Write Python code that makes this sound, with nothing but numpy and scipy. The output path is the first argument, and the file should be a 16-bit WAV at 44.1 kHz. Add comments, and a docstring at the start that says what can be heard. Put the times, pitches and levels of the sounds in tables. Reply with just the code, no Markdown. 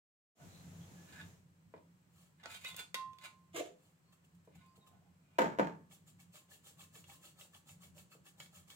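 """A small, hard-walled kitchen, with a stereo pair near a glass bowl where flour is being sifted.
The steel sieve scrapes off the bowl and clinks on its rim, setting the glass singing. A plastic cup
judders across the sieve as it tips in flour, and something wooden bangs twice nearby. Then the sieve
is shaken at an even beat, about seven times a second: flour swishes through the wires and lumps tick
on the mesh. Behind it all lie a low room rumble and a faint hiss."""
import sys
import numpy as np
from scipy import signal
from scipy.fft import rfft, irfft
from scipy.io import wavfile
from scipy.ndimage import uniform_filter1d

SR = 44100
rng = np.random.default_rng(int(sys.argv[2]) if len(sys.argv) > 2 else 0)


def transcribe(signal):
    """Save signal, clipped to [-1, 1], as a 16-bit WAV file at the path in sys.argv[1]."""
    frames = np.atleast_2d(signal).T
    limited = np.clip(frames, -1, 1)
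    pcm = np.round(limited * 32767).astype(np.int16)
    wavfile.write(sys.argv[1], SR, pcm)


N = 385875
TIME = np.arange(N) / SR

# spectrum of flour brushing the wires: f/Hz, level/dB
FLOUR_SPECTRUM = [(220, -23), (400, 2), (600, -12), (850, -7.5), (1300, -17), (1650, -3), (2300, -9.5),
                  (3100, 2), (4300, -0.5), (5700, -3), (7200, 7.5), (9500, 1), (12500, 0), (15500, 2)]
# strokes of the sieve at their fastest, timid at first, then at an even beat: t/s, level/dB
SHAKES = [(4.13, -67), (4.245, -70), (4.35, -74), (4.45, -73), (4.555, -67.5), (4.661, -72), (4.762, -66.5),
          (4.872, -66), (5.926, -60.5), (6.083, -62.5), (6.205, -62.5), (6.36, -58.5), (6.522, -59),
          (6.668, -58.5), (6.809, -58.5), (6.959, -58), (7.106, -57.5), (7.251, -58), (7.406, -58),
          (7.549, -60.5), (7.692, -59), (7.831, -59.5), (7.98, -59.5), (8.123, -61.5), (8.266, -60.5),
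          (8.412, -58.5), (8.558, -58.5), (8.706, -58.5)]
# loose flour sliding by itself: t/s, level/dB, length/s
SLIDES = [(2.205, -69.5, 0.096), (3.85, -76, 0.096)]
# modes of the mesh, damped by its load of flour: f/Hz, level/dB, t60/s
MESH_MODES = [(600, -8, .07), (820, -9, .07), (1130, -9, .07), (1300, -7, .08), (1750, -8, .08),
              (2240, -1, .14), (2640, -2, .12), (2820, -3, .12), (2980, -1, .12), (3255, -2, .12),
              (3370, -3, .12), (3770, -2, .14), (4400, -7, .08), (7080, -3, .06)]
# large lumps thrown against the sieve: t/s, level/dB, note of the spot hit f/Hz
LUMPS = [(5.912, -43, 2240), (6.338, -46, 2580), (6.356, -39, 1250), (6.366, -41, 3250), (6.535, -44, 2640),
         (6.670, -38, 3010), (6.807, -37, 2640), (6.816, -39, 3260), (6.955, -39, 3770),
         (7.041, -37.5, 2820), (7.099, -33.5, 2240), (7.253, -42, 3360), (7.411, -35.5, 3130),
         (7.548, -39, 3000), (7.692, -38.5, 2980), (7.834, -41, 2240), (7.981, -38, 3000),
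         (8.118, -45, 2640), (8.265, -38, 2660), (8.402, -26.5, 3010), (8.460, -39, 3370),
         (8.684, -46, 2240), (8.702, -33, 3010)]

# brief rubs of steel on glass: t/s, level/dB, length/s, tilt/(dB/octave), squeal f/Hz, squeal level/dB
RUBS = [(0.414, -75, 0.044, -12.5, 680, 6), (0.568, -80.5, 0.095, 2, 4120, 8),
        (0.822, -74, 0.02, 3, 3320, 9), (1.152, -64, 0.078, -2.5, 1730, 0),
        (1.204, -63.5, 0.021, -6.5, 1720, 7), (2.406, -70, 0.019, -5, 1730, 1),
        (3.247, -50, 0.031, -2.5, 2700, -41), (4.603, -75, 0.1, -5, 2220, -7),
        (4.957, -85, 0.21, -20, 760, 11), (5.373, -78.5, 0.14, -8.5, 2340, -3)]
# spectrum of steel rubbing on glass: f/Hz, level/dB
RUB_SPECTRUM = [(180, -62.5), (300, -23.5), (676, -9), (1080, -1.5), (1170, -5), (1470, -4.5), (1770, -2),
                (2020, -3), (2230, 1.5), (3610, -3), (4450, -0.5), (5380, -11.5), (7010, -2),
                (15800, -12.5)]
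# pressure of the sieve as it is dragged off the rim, catching on the way: t/s, level/dB
LIFT_PRESSURE = [(2.43, -61.5), (2.46, -54.5), (2.49, -61), (2.56, -53), (2.585, -69), (2.632, -56),
                 (2.652, -49), (2.69, -53), (2.755, -71), (2.786, -47.5), (2.83, -67.5)]
# sharp taps of the sieve: t/s, level/dB, tilt/(dB/octave), scuff level/dB
TAPS = [(1.214, -32, -5, 6), (2.437, -33, -4, 4), (2.458, -25, -4, 4), (2.507, -36, -2, 6),
        (2.547, -34, -1, 6), (2.648, -26, -1.5, 8), (2.745, -32, -3, 2), (2.765, -23, 7, 8),
        (2.784, -32, -1, 6), (2.944, -14.5, -0.5, -2), (2.947, -22, -1, 6), (2.954, -29, 0, 6),
        (3.133, -44, -2, 6), (3.186, -38.5, -1, 8)]
# spectrum of a tap on the steel: f/Hz, level/dB
TAP_SPECTRUM = [(120, -76), (200, -14), (1060, -8), (1200, -6), (1490, -2.5), (1680, -10.5), (1930, -4.5),
                (2890, -8.5), (3340, -2), (4500, -5.5), (5300, -8.5), (15800, -18.5)]
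# modes of the sieve's steel pan: f/Hz, level/dB, t60/s
PAN_MODES = [(689, -12, .25), (885, -12, .3), (1320, -9, .16), (1480, -3, .18), (2060, -3, .16),
             (2293, -8, .16), (2520, -3, .16), (2780, -5, .14), (3060, -9, .12), (3500, -3, .18),
             (3740, -3, .15), (3880, -6, .16), (5010, -14, .14), (7170, -10, .12)]
# squeaks of the sticking steel: t/s, level/dB, half-length/s, start f/Hz, end f/Hz
SQUEAKS = [(1.00, -75, .03, 1700, 1720), (1.125, -71, .02, 1720, 1720), (1.168, -64, .014, 1620, 1660),
           (1.214, -57, .006, 1630, 1690), (1.245, -69, .009, 1720, 1720), (2.515, -61, .018, 1330, 1300),
           (2.557, -58, .012, 3130, 3230), (2.653, -47.5, .008, 2490, 2540),
           (2.657, -47.5, .009, 2030, 2075), (2.665, -53, .010, 2930, 2850),
           (2.670, -46.5, .008, 3730, 3765), (2.674, -53, .008, 2560, 2530), (2.712, -54, .016, 3480, 3515),
           (2.714, -59, .010, 2080, 2060), (2.788, -55, .008, 1480, 1440), (2.794, -52, .010, 2720, 2790),
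           (2.803, -49, .013, 3520, 3480), (4.08, -80, .025, 4300, 4340), (4.615, -76, .012, 3790, 3770),
           (4.70, -85, .035, 4650, 4850), (4.824, -70, .011, 3800, 3780)]

# touches that set the bowl singing: t/s, level/dB, build-up/s
BOWL_TOUCHES = [(2.651, -51, 0.11), (4.079, -77, 0.0044), (2.944, -19.5, 0.34), (3.239, -62, 0.058),
                (4.601, -42, 0.48), (4.819, -63, 0.033), (6.381, -73, 0.021), (6.811, -73, 0.022),
                (7.129, -69.5, 0.02)]
# the two halves of the bowl's split lowest mode: left level/dB, right level/dB, t60/s
BOWL_HALVES = [(-7.5, -0.5, 0.58), (-9.5, -4.5, 0.58)]
# the bowl's upper modes, woken only by a hard hit: f/Hz, level/dB, t60/s
BOWL_OVERTONES = [(1497, -4, .25), (1814, -5, .4), (1938, -7, .45), (2735, -2, .38), (3297, -3, .3),
                  (3352, -5, .36), (3779, 0, .25), (3946, -6, .25), (4344, -8, .25), (5184, -15, .25),
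                  (6309, -8, .22), (7838, -15, .2)]

# the cup dragged across the sieve: t/s, judder level/dB, rasp level/dB, rise/s, fall/s
CUP_DRAGS = [(3.547, -55, -70, 0.006, 0.0026), (3.571, -38, -43, 0.015, 0.0064),
             (3.594, -36.5, -43.5, 0.0079, 0.0065), (3.617, -39.5, -66, 0.007, 0.0053),
             (3.658, -43, -61, 0.0079, 0.013)]
# modes of the cup's hollow: f/Hz, level/dB, t60/s
CUP_MODES = [(336, 3, 0.017), (423, -6, 0.058), (499.5, -5.5, 0.18), (608, -5, 0.096), (699, -4, 0.073)]
# the judder locking onto a resonance of the cup: t/s, level/dB, half-length/s, start f/Hz, end f/Hz
CUP_BOOMS = [(3.551, -48, .004, 340, 325), (3.560, -49, .009, 685, 610), (3.587, -45, .009, 475, 490),
             (3.605, -51, .006, 335, 325), (3.612, -42.5, .009, 505, 495), (3.614, -48, .007, 680, 680),
             (3.660, -57, .005, 335, 325)]
# spectrum of plastic rasping on steel: f/Hz, level/dB
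RASP_SPECTRUM = [(470, -45), (800, -7), (970, -0.5), (1240, -4), (1610, -5), (2460, -0.5), (3900, -7),
                 (5200, -14.5), (7110, -4.5), (8360, -14), (15800, -19.5)]
# handling bumps of cup and pan: t/s, level/dB, tilt/(dB/octave), scuff level/dB
BUMPS = [(1.739, -18, -4.5, -8), (1.762, -36, 1, 4), (1.778, -37, 1, 4), (2.795, -37, -3, 14),
         (4.475, -30, -7, 0), (4.777, -39, -7, 4), (6.96, -40, -4.5, 15), (8.15, -38, -10, 8)]
# spectrum of a dull bump: f/Hz, level/dB
BUMP_SPECTRUM = [(160, -40), (280, -2.5), (596, -5), (774, -15), (1020, -6), (1180, -25), (1670, -15.5),
                 (3300, -28), (9000, -47), (11700, -82), (19800, -120)]

# wooden knocks and their rattles: t/s, level/dB, tilt/(dB/octave), lowest driven f/Hz
KNOCKS = [(5.385, -16, 6, 450), (5.388, -7, 4, 400), (5.401, -13, -4, 170), (5.419, -13.5, 4.5, 140),
          (5.434, -25, -1, 121), (5.532, -44, -3, 130), (5.587, -17, 4, 245), (5.596, -8.5, 2, 108),
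          (5.606, -23.5, -2.5, 110), (5.668, -55, -7, 203)]
# spectrum of a knock on wood: f/Hz, level/dB
KNOCK_SPECTRUM = [(90, -22), (160, 1.5), (215, 3), (330, 1), (440, 1), (550, 3), (690, -3.5), (790, -7),
                  (910, 3.5), (1030, -9), (1520, -10.5), (2400, -22), (3600, -33), (5800, -43.5),
                  (7150, -39.5), (9000, -56), (15500, -56)]
# modes of the wood and the corner around it: f/Hz, level/dB, t60/s
WOOD_MODES = [(158, 0, .55), (199, 0, .22), (277, -1, .3), (333, -1, .28), (402, 0, .22), (520, -2, .2),
              (546, -3, .2), (614, -3, .24), (681, 0, .22), (778, -3, .18), (832, -4, .31), (918, 3, .25),
              (1417, -2, .25), (1518, 3, .22), (1906, 1, .2), (2056, 3, .2), (2432, 3, .18)]
# the short, dead boom of the struck panel: f/Hz, level/dB, t60/s
PANEL_MODES = [(490, 0, .035), (590, -1, .03), (670, -3, .035)]
# dishes ringing along with the knocks: f/Hz, level/dB, t60/s
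DISH_MODES = [(894, -11, .48), (947, -10, .42), (1028, -7, .3), (1077, -9, .6), (1179, -9, .58),
              (1260, -9, .45), (1453, -7, .4), (1604, -7, .35), (1690, -8, .55), (1733, -8, .6),
              (1814, -7, .5), (1997, -7, .4), (2126, -6, .25), (2277, -6, .3)]

# spectrum of the room rumble: f/Hz, level/dB
RUMBLE_SPECTRUM = [(25, -32), (50, -23.5), (75, -13.5), (93, -0.5), (110, -8.5), (135, -5.5), (158, -1),
                   (175, 5), (195, -9), (280, -22.5), (450, -41), (900, -70.5)]
# slow rise and fall of the rumble: t/s, level/dB
RUMBLE_LEVEL = [(.45, -55.5), (1.3, -59.5), (1.6, -68.5), (2.1, -70), (2.7, -66), (3.3, -70), (4.2, -71),
                (4.6, -66), (5.3, -69), (6.3, -66), (6.55, -72.5), (6.92, -63), (7.45, -71.5),
                (7.85, -61.5), (8.15, -68.5), (8.75, -66)]
# spectrum of the steady hiss: f/Hz, level/dB
HISS_SPECTRUM = [(150, -23), (250, -4), (413, -10), (813, -14), (967, -11.5), (2470, -18), (3370, -21),
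                 (3620, -24.5), (4080, -21.5), (4770, -24.5), (7000, -22.5), (7600, -19), (8300, -21),
                 (9230, -28.5), (15800, -27)]
# spectrum of the louder opening hiss: f/Hz, level/dB
OPENING_HISS_SPECTRUM = [(150, -26), (250, -3), (413, -8.5), (700, -9.5), (967, -13), (2470, -17),
                         (3620, -19), (4080, -19.5), (4770, -22.5), (6990, -14.5), (9230, -24.5),
                         (15800, -26)]
# reverberation time of the kitchen: f/Hz, t60/s
KITCHEN_T60 = [(100, 0.74), (300, 0.33), (1000, 0.31), (3000, 0.27), (7000, 0.3), (15000, 0.18)]
# likeness of the room sound at the two microphones: f/Hz, correlation
MIC_LIKENESS = [(60, 0.74), (140, 1), (290, 0.7), (640, 0.33), (1400, -0.31), (3000, 0.049), (15000, 0.032)]


def flour():
    """Grains brush the wires on each stroke, crumbs tick on the mesh and the pan knocks in the hand."""
    speed = strokes(shakes() + [(s, db, length / 2, length / 2) for s, db, length in SLIDES])
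    brushing = through(speed * grains(per_s=5000, spread_db=4.8), click(FLOUR_SPECTRUM))
    crumbs = 0
    for hz, _, _ in MESH_MODES:
        patchy_db = 3 * waver(per_s=9)   # the heap shifts, hitting now one resonance, now another
        crumbs += from_db(patchy_db) * resonance(grains(per_s=70, spread_db=3), hz, width_hz=60)
    crumbs = from_db(-4.5) * speed * rms_one(crumbs)
    jolting = uniform_filter1d(speed, size=5000) * grains(per_s=60, spread_db=0)
    jolts = from_db(-15.5) * through(jolting, click(BUMP_SPECTRUM))
    return kitchen(crumbs, wet_db=-3) + kitchen(brushing + jolts, wet_db=7)


def shakes(rise_s=0.017, fall_s=0.027, at_db=-59.5, stretch_per_db=0.15):
    """The harder a stroke, the longer the flour slides: t/s, level/dB, rise/s, fall/s."""
    rows = []
    for s, db in SHAKES:
        stretch = np.exp(stretch_per_db * (db - at_db))
        rows.append((s, db, rise_s * stretch, fall_s * stretch))
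    return rows


def lumps(note_db=-3, note_t60_s=0.021):
    """Each lump ticks on the sieve and briefly sounds the note of the spot where it lands."""
    ticking = blows([(s, db, -1, 0) for s, db, _ in LUMPS], TAP_SPECTRUM)
    notes = np.zeros((2, N))
    for s, db, hz in LUMPS:
        add(notes, s, from_db(db + note_db) * ringing([(hz, 0, note_t60_s)]))
    return kitchen(ticking, wet_db=1.5) + notes + rings(ticking, MESH_MODES, ring_db=-6)


def sieve_on_rim(rise_share=0.58):
    """Steel sticks and slips on the glass, each rub catching one resonance, and now and then taps it."""
    slips = grains(per_s=1800, spread_db=5.5)
    rubbing = lift_off(slips)
    for s, db, length, tilt_db, squeal_hz, squeal_db in RUBS:
        rise = length * rise_share
        friction = slips * strokes([(s, db, rise, length - rise)])
        rubbing += scrape(friction, tilt_db)
        rubbing += from_db(squeal_db) * resonance(friction, squeal_hz, width_hz=77)
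    tapping = blows(TAPS, TAP_SPECTRUM, scuff_s=0.002)
    rubs = kitchen(rubbing, wet_db=4.5) + rings(rubbing, PAN_MODES, ring_db=-7)
    taps = kitchen(tapping, wet_db=-2) + rings(tapping, PAN_MODES, ring_db=-11)
    return rubs * left_right(-1.5, 0.5) + taps * left_right(2.5, 4.5)


def lift_off(slips, outward_at_s=2.46, outward_for_s=0.047):
    """One long scrape as the sieve leaves the rim, brightening as the contact moves out to the edge."""
    friction = slips * from_db(np.interp(TIME, *np.transpose(LIFT_PRESSURE), left=-200, right=-200))
    edge = np.clip((TIME - outward_at_s) / outward_for_s, 0, 1)
    return scrape(friction * (1 - edge), tilt_db=-7) + scrape(friction * edge, tilt_db=-0.5)


def scrape(friction, tilt_db):
    """Every slip sounds a tiny click of steel on glass."""
    return signal.oaconvolve(friction, click(RUB_SPECTRUM, tilt_db))[:N]


def squeaking_steel():
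    """The steel squeaks at a pitch that shifts as the point of contact moves."""
    return kitchen(stick_slip(SQUEAKS), wet_db=-5, lag_samples=3) * left_right(-2, 0)


def bowl(split_hz=(1050, 1052.1), clink_s=2.944, clink_db=-18.5):
    """Each touch feeds two close pitches of the glass, which beat; the hard clink adds overtones."""
    out, t = np.zeros((2, N)), TIME[:SR]
    for s, db, build_s in BOWL_TOUCHES:
        for hz, (left_db, right_db, t60) in zip(split_hz, BOWL_HALVES):
            swell = (1 - np.exp(-t / build_s)) * from_db(db - 60 * t / t60)
            add(out, s, left_right(left_db, right_db) * swell * np.sin(2 * np.pi * hz * t))
    add(out, clink_s, from_db(clink_db) * ringing(BOWL_OVERTONES))
    return out


def cup():
    """The plastic cup bumps and judders: slow slips boom in its hollow, fine ones rasp on the steel."""
    judder_swell = strokes([(s, db, rise, fall) for s, db, _, rise, fall in CUP_DRAGS])
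    rasp_swell = strokes([(s, db, rise, fall) for s, _, db, rise, fall in CUP_DRAGS])
    judder = judder_swell * grains(per_s=790, spread_db=1)
    band = signal.butter(3, [270, 1100], "band", fs=SR, output="sos")   # too small to radiate bass
    hollow = signal.sosfilt(band, rings(judder, CUP_MODES, ring_db=-7.5))
    rasp = through(rasp_swell * grains(per_s=2500, spread_db=5), click(RASP_SPECTRUM))
    booming = kitchen(stick_slip(CUP_BOOMS), wet_db=-5, lag_samples=12)
    dragging = kitchen(hollow + rasp, wet_db=2.5, lag_samples=12)
    bumping = kitchen(blows(BUMPS, BUMP_SPECTRUM), wet_db=3, lag_samples=4)
    return (dragging + booming) * left_right(0, 1.8) + bumping


def wooden_knocks(chatter_db=-39, chatter_t60_s=0.33):
    """Wood bangs off to the right: the panel thuds, loose things chatter and dishes ring along."""
    contacts, shaking = np.zeros(N), np.zeros(N)
    for s, db, tilt_db, lowest_hz in KNOCKS:
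        low_cut = signal.butter(2, lowest_hz, "high", fs=SR, output="sos")   # a first touch lacks bass
        add(contacts, s, from_db(db) * signal.sosfilt(low_cut, click(KNOCK_SPECTRUM, tilt_db)))
        add(shaking, s, from_db(db - 60 * TIME[:SR] / chatter_t60_s))
    rattles = from_db(chatter_db) * shaking * grains(per_s=160, spread_db=3)
    thud = rings(contacts, PANEL_MODES, ring_db=-19)
    banging = kitchen(contacts, wet_db=4, lag_samples=15) + rings(contacts, WOOD_MODES, ring_db=-16)
    chatter = kitchen(through(rattles, click(KNOCK_SPECTRUM, tilt_db=3)), wet_db=-3, lag_samples=15)
    dishes = rings(contacts, DISH_MODES, ring_db=-25)
    return from_db(10.3) * (banging + thud + chatter + dishes)


def room_tone(begin_s=0.35, rise_s=0.088, settle_s=1.278, fall_s=0.24):
    """The sound starts at 0.35 s: a wavering rumble and an even hiss from all sides, raised for about a second,
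    then settling."""
    fade_in = np.clip((TIME - begin_s) / rise_s, 0, 1)
    raised = np.clip(1 - (TIME - settle_s) / fall_s, 0, 1) ** 2
    hiss = from_db(-76) * through(diffuse(N), click(HISS_SPECTRUM))
    opening_hiss = from_db(-63) * through(diffuse(N), click(OPENING_HISS_SPECTRUM))
    rumble_db = np.interp(TIME, *np.transpose(RUMBLE_LEVEL)) + 2.5 * waver(per_s=19)
    rumble = from_db(rumble_db) * through(diffuse(N), click(RUMBLE_SPECTRUM))
    return fade_in ** 2 * rumble + fade_in * (hiss + raised * opening_hiss)


def kitchen(x, wet_db, lag_samples=6, build_s=0.00086, early_db=5, early_s=0.0049):
    """Direct sound, at the right microphone first, then dense reflections whose treble dies soonest."""
    hz, frame_s, cells = signal.stft(diffuse(SR), SR, nperseg=256)
    decay = from_db(-60 * frame_s / at_hz(KITCHEN_T60, hz)[:, None])
    tail, t = signal.istft(cells * decay, SR)[1][:, :SR], TIME[:SR]
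    tail *= 1 - np.exp(-t / build_s)
    tail *= 1 + from_db(early_db) * np.exp(-t / early_s)   # early returns off worktop and walls
    response = from_db(wet_db) * tail / np.linalg.norm(tail[0])
    response[[0, 1], [lag_samples, 0]] += 1   # the direct path
    return through(x, response / np.sqrt(1 + from_db(2 * wet_db)))   # the power is kept


def diffuse(size):
    """White noise arriving from all sides: alike at both microphones only in the bass."""
    mid, side = rfft(rng.standard_normal((2, size)))
    alike = at_hz(MIC_LIKENESS, np.fft.rfftfreq(size, 1 / SR))
    return irfft(np.sqrt((1 + alike) / 2) * mid + np.sqrt((1 - alike) / 2) * side * [[1], [-1]], size)


def strokes(rows):
    """On each hand movement the speed swells and ebbs in a bell curve."""
    speed, t = np.zeros(N), TIME[:SR * 3 // 5] - 0.3
    for s, db, rise, fall in rows:
        away = np.minimum(np.abs(t) / np.where(t < 0, rise, fall), 10)
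        add(speed, s + t[0], from_db(db) * np.exp(-away ** 2 / 2))
    return speed


def stick_slip(rows, wobble_share=0.008, flutter_db=3):
    """Short gliding friction tones; uneven slipping shakes their pitch and level."""
    out, t = np.zeros(N), TIME[:SR // 4] - 1 / 8
    for s, db, half_s, start_hz, end_hz in rows:
        wobble, flutter = (waver(per_s=300)[:len(t)] for _ in range(2))
        hz = np.interp(t, [-half_s, half_s], [start_hz, end_hz]) * (1 + wobble_share * wobble)
        swell = from_db(db + flutter_db * flutter) * np.exp(-(t / half_s) ** 2 / 2)
        add(out, s + t[0], swell * np.sqrt(2) * np.sin(2 * np.pi * np.cumsum(hz) / SR))
    return out


def blows(rows, spectrum, scuff_s=0.0024):
    """Each contact is a coloured click followed by a brief scuff."""
    out, t = np.zeros(N), TIME[:SR // 20]
    for s, db, tilt_db, scuff_db in rows:
        scuff = rng.standard_normal(len(t)) * np.exp(-t / scuff_s)
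        force = from_db(scuff_db) * scuff / np.linalg.norm(scuff) + (t == 0)
        force /= np.linalg.norm(force)
        add(out, s, from_db(db) * signal.fftconvolve(force, click(spectrum, tilt_db)))
    return out


def grains(per_s, spread_db):
    """Tiny slips at random moments and of random size; rms 1."""
    sizes = from_db(spread_db * np.minimum(rng.exponential(1, N), 4)) * rng.choice([-1, 1], N)
    return rms_one(sizes * (rng.random(N) < per_s / SR))


def click(spectrum, tilt_db=0, size=4096):
    """A minimum-phase click of unit energy with the given spectrum, tilted per octave above 500 Hz."""
    hz, index = np.fft.rfftfreq(size, 1 / SR), np.arange(size)
    level_db = at_hz(spectrum, hz) + tilt_db * np.log2(np.maximum(hz, 500))
    cepstrum = irfft(np.log(from_db(level_db)))
    causal = (index > 0) & (index < size // 2)
    pulse = irfft(np.exp(rfft(2 * cepstrum * causal)))
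    return pulse / np.linalg.norm(pulse)


def rings(x, modes, ring_db):
    """The modes of an object, set ringing by its contacts."""
    return from_db(ring_db) * through(x, ringing(modes))


def ringing(modes):
    """Decaying sines of unit energy in all; only low modes agree in phase between the microphones."""
    out, t = 0, TIME[:SR]
    for hz, db, t60 in modes:
        apart = np.arccos(at_hz(MIC_LIKENESS, hz)) * rng.choice([-1, 1]) * np.array([[0.5], [-0.5]])
        out += from_db(db - 60 * t / t60) * np.sin(2 * np.pi * (hz * t + rng.random()) + apart)
    return out / np.linalg.norm(out[0])


def resonance(x, hz, width_hz):
    """One sharp resonance that keeps the power of white noise."""
    radius = np.exp(-np.pi * width_hz / SR)
    gain = np.sqrt((1 - radius ** 2) / 2)
    feedback = [1, -2 * radius * np.cos(2 * np.pi * hz / SR), radius ** 2]
    return signal.lfilter([gain, 0, -gain], feedback, x + 1e-18)


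def waver(per_s):
    """A random wandering of spread about 1."""
    return np.interp(TIME * per_s, np.arange(1000), rng.standard_normal(1000))


def through(x, response):
    """Pass a sound through an impulse response, giving two channels."""
    return signal.fftconvolve(np.atleast_2d(x), np.atleast_2d(response), axes=-1)[:, :N] * np.ones((2, 1))


def add(track, s, sound):
    """Mix a short sound into a track at a given time."""
    start = round(s * SR)
    track[..., start:start + sound.shape[-1]] += sound[..., :N - start]


def at_hz(points, hz):
    """Read a table on a log-frequency axis."""
    known_hz, values = np.transpose(points)
    return np.interp(np.log(np.maximum(hz, 1)), np.log(known_hz), values)


def left_right(left_db, right_db):
    """Gains at the two microphones."""
    return from_db([[left_db], [right_db]])


def from_db(db):
    """Decibels to gain."""
    return 10 ** (np.asarray(db) / 20)


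def rms_one(x):
    """Scale to unit rms."""
    return x / np.sqrt(np.mean(x ** 2) + 1e-20)


def scene():
    """The kitchen as it reaches the stereo pair."""
    sifting = flour() + lumps() + sieve_on_rim() + squeaking_steel()
    return sifting + bowl() + cup() + wooden_knocks() + room_tone()


def record(dry, cutoff_hz=15800):
    """The top is cut steeply on both channels."""
    return signal.sosfilt(signal.ellip(12, 0.1, 80, cutoff_hz, fs=SR, output="sos"), dry)


dry = scene()
out = record(dry)
transcribe(out)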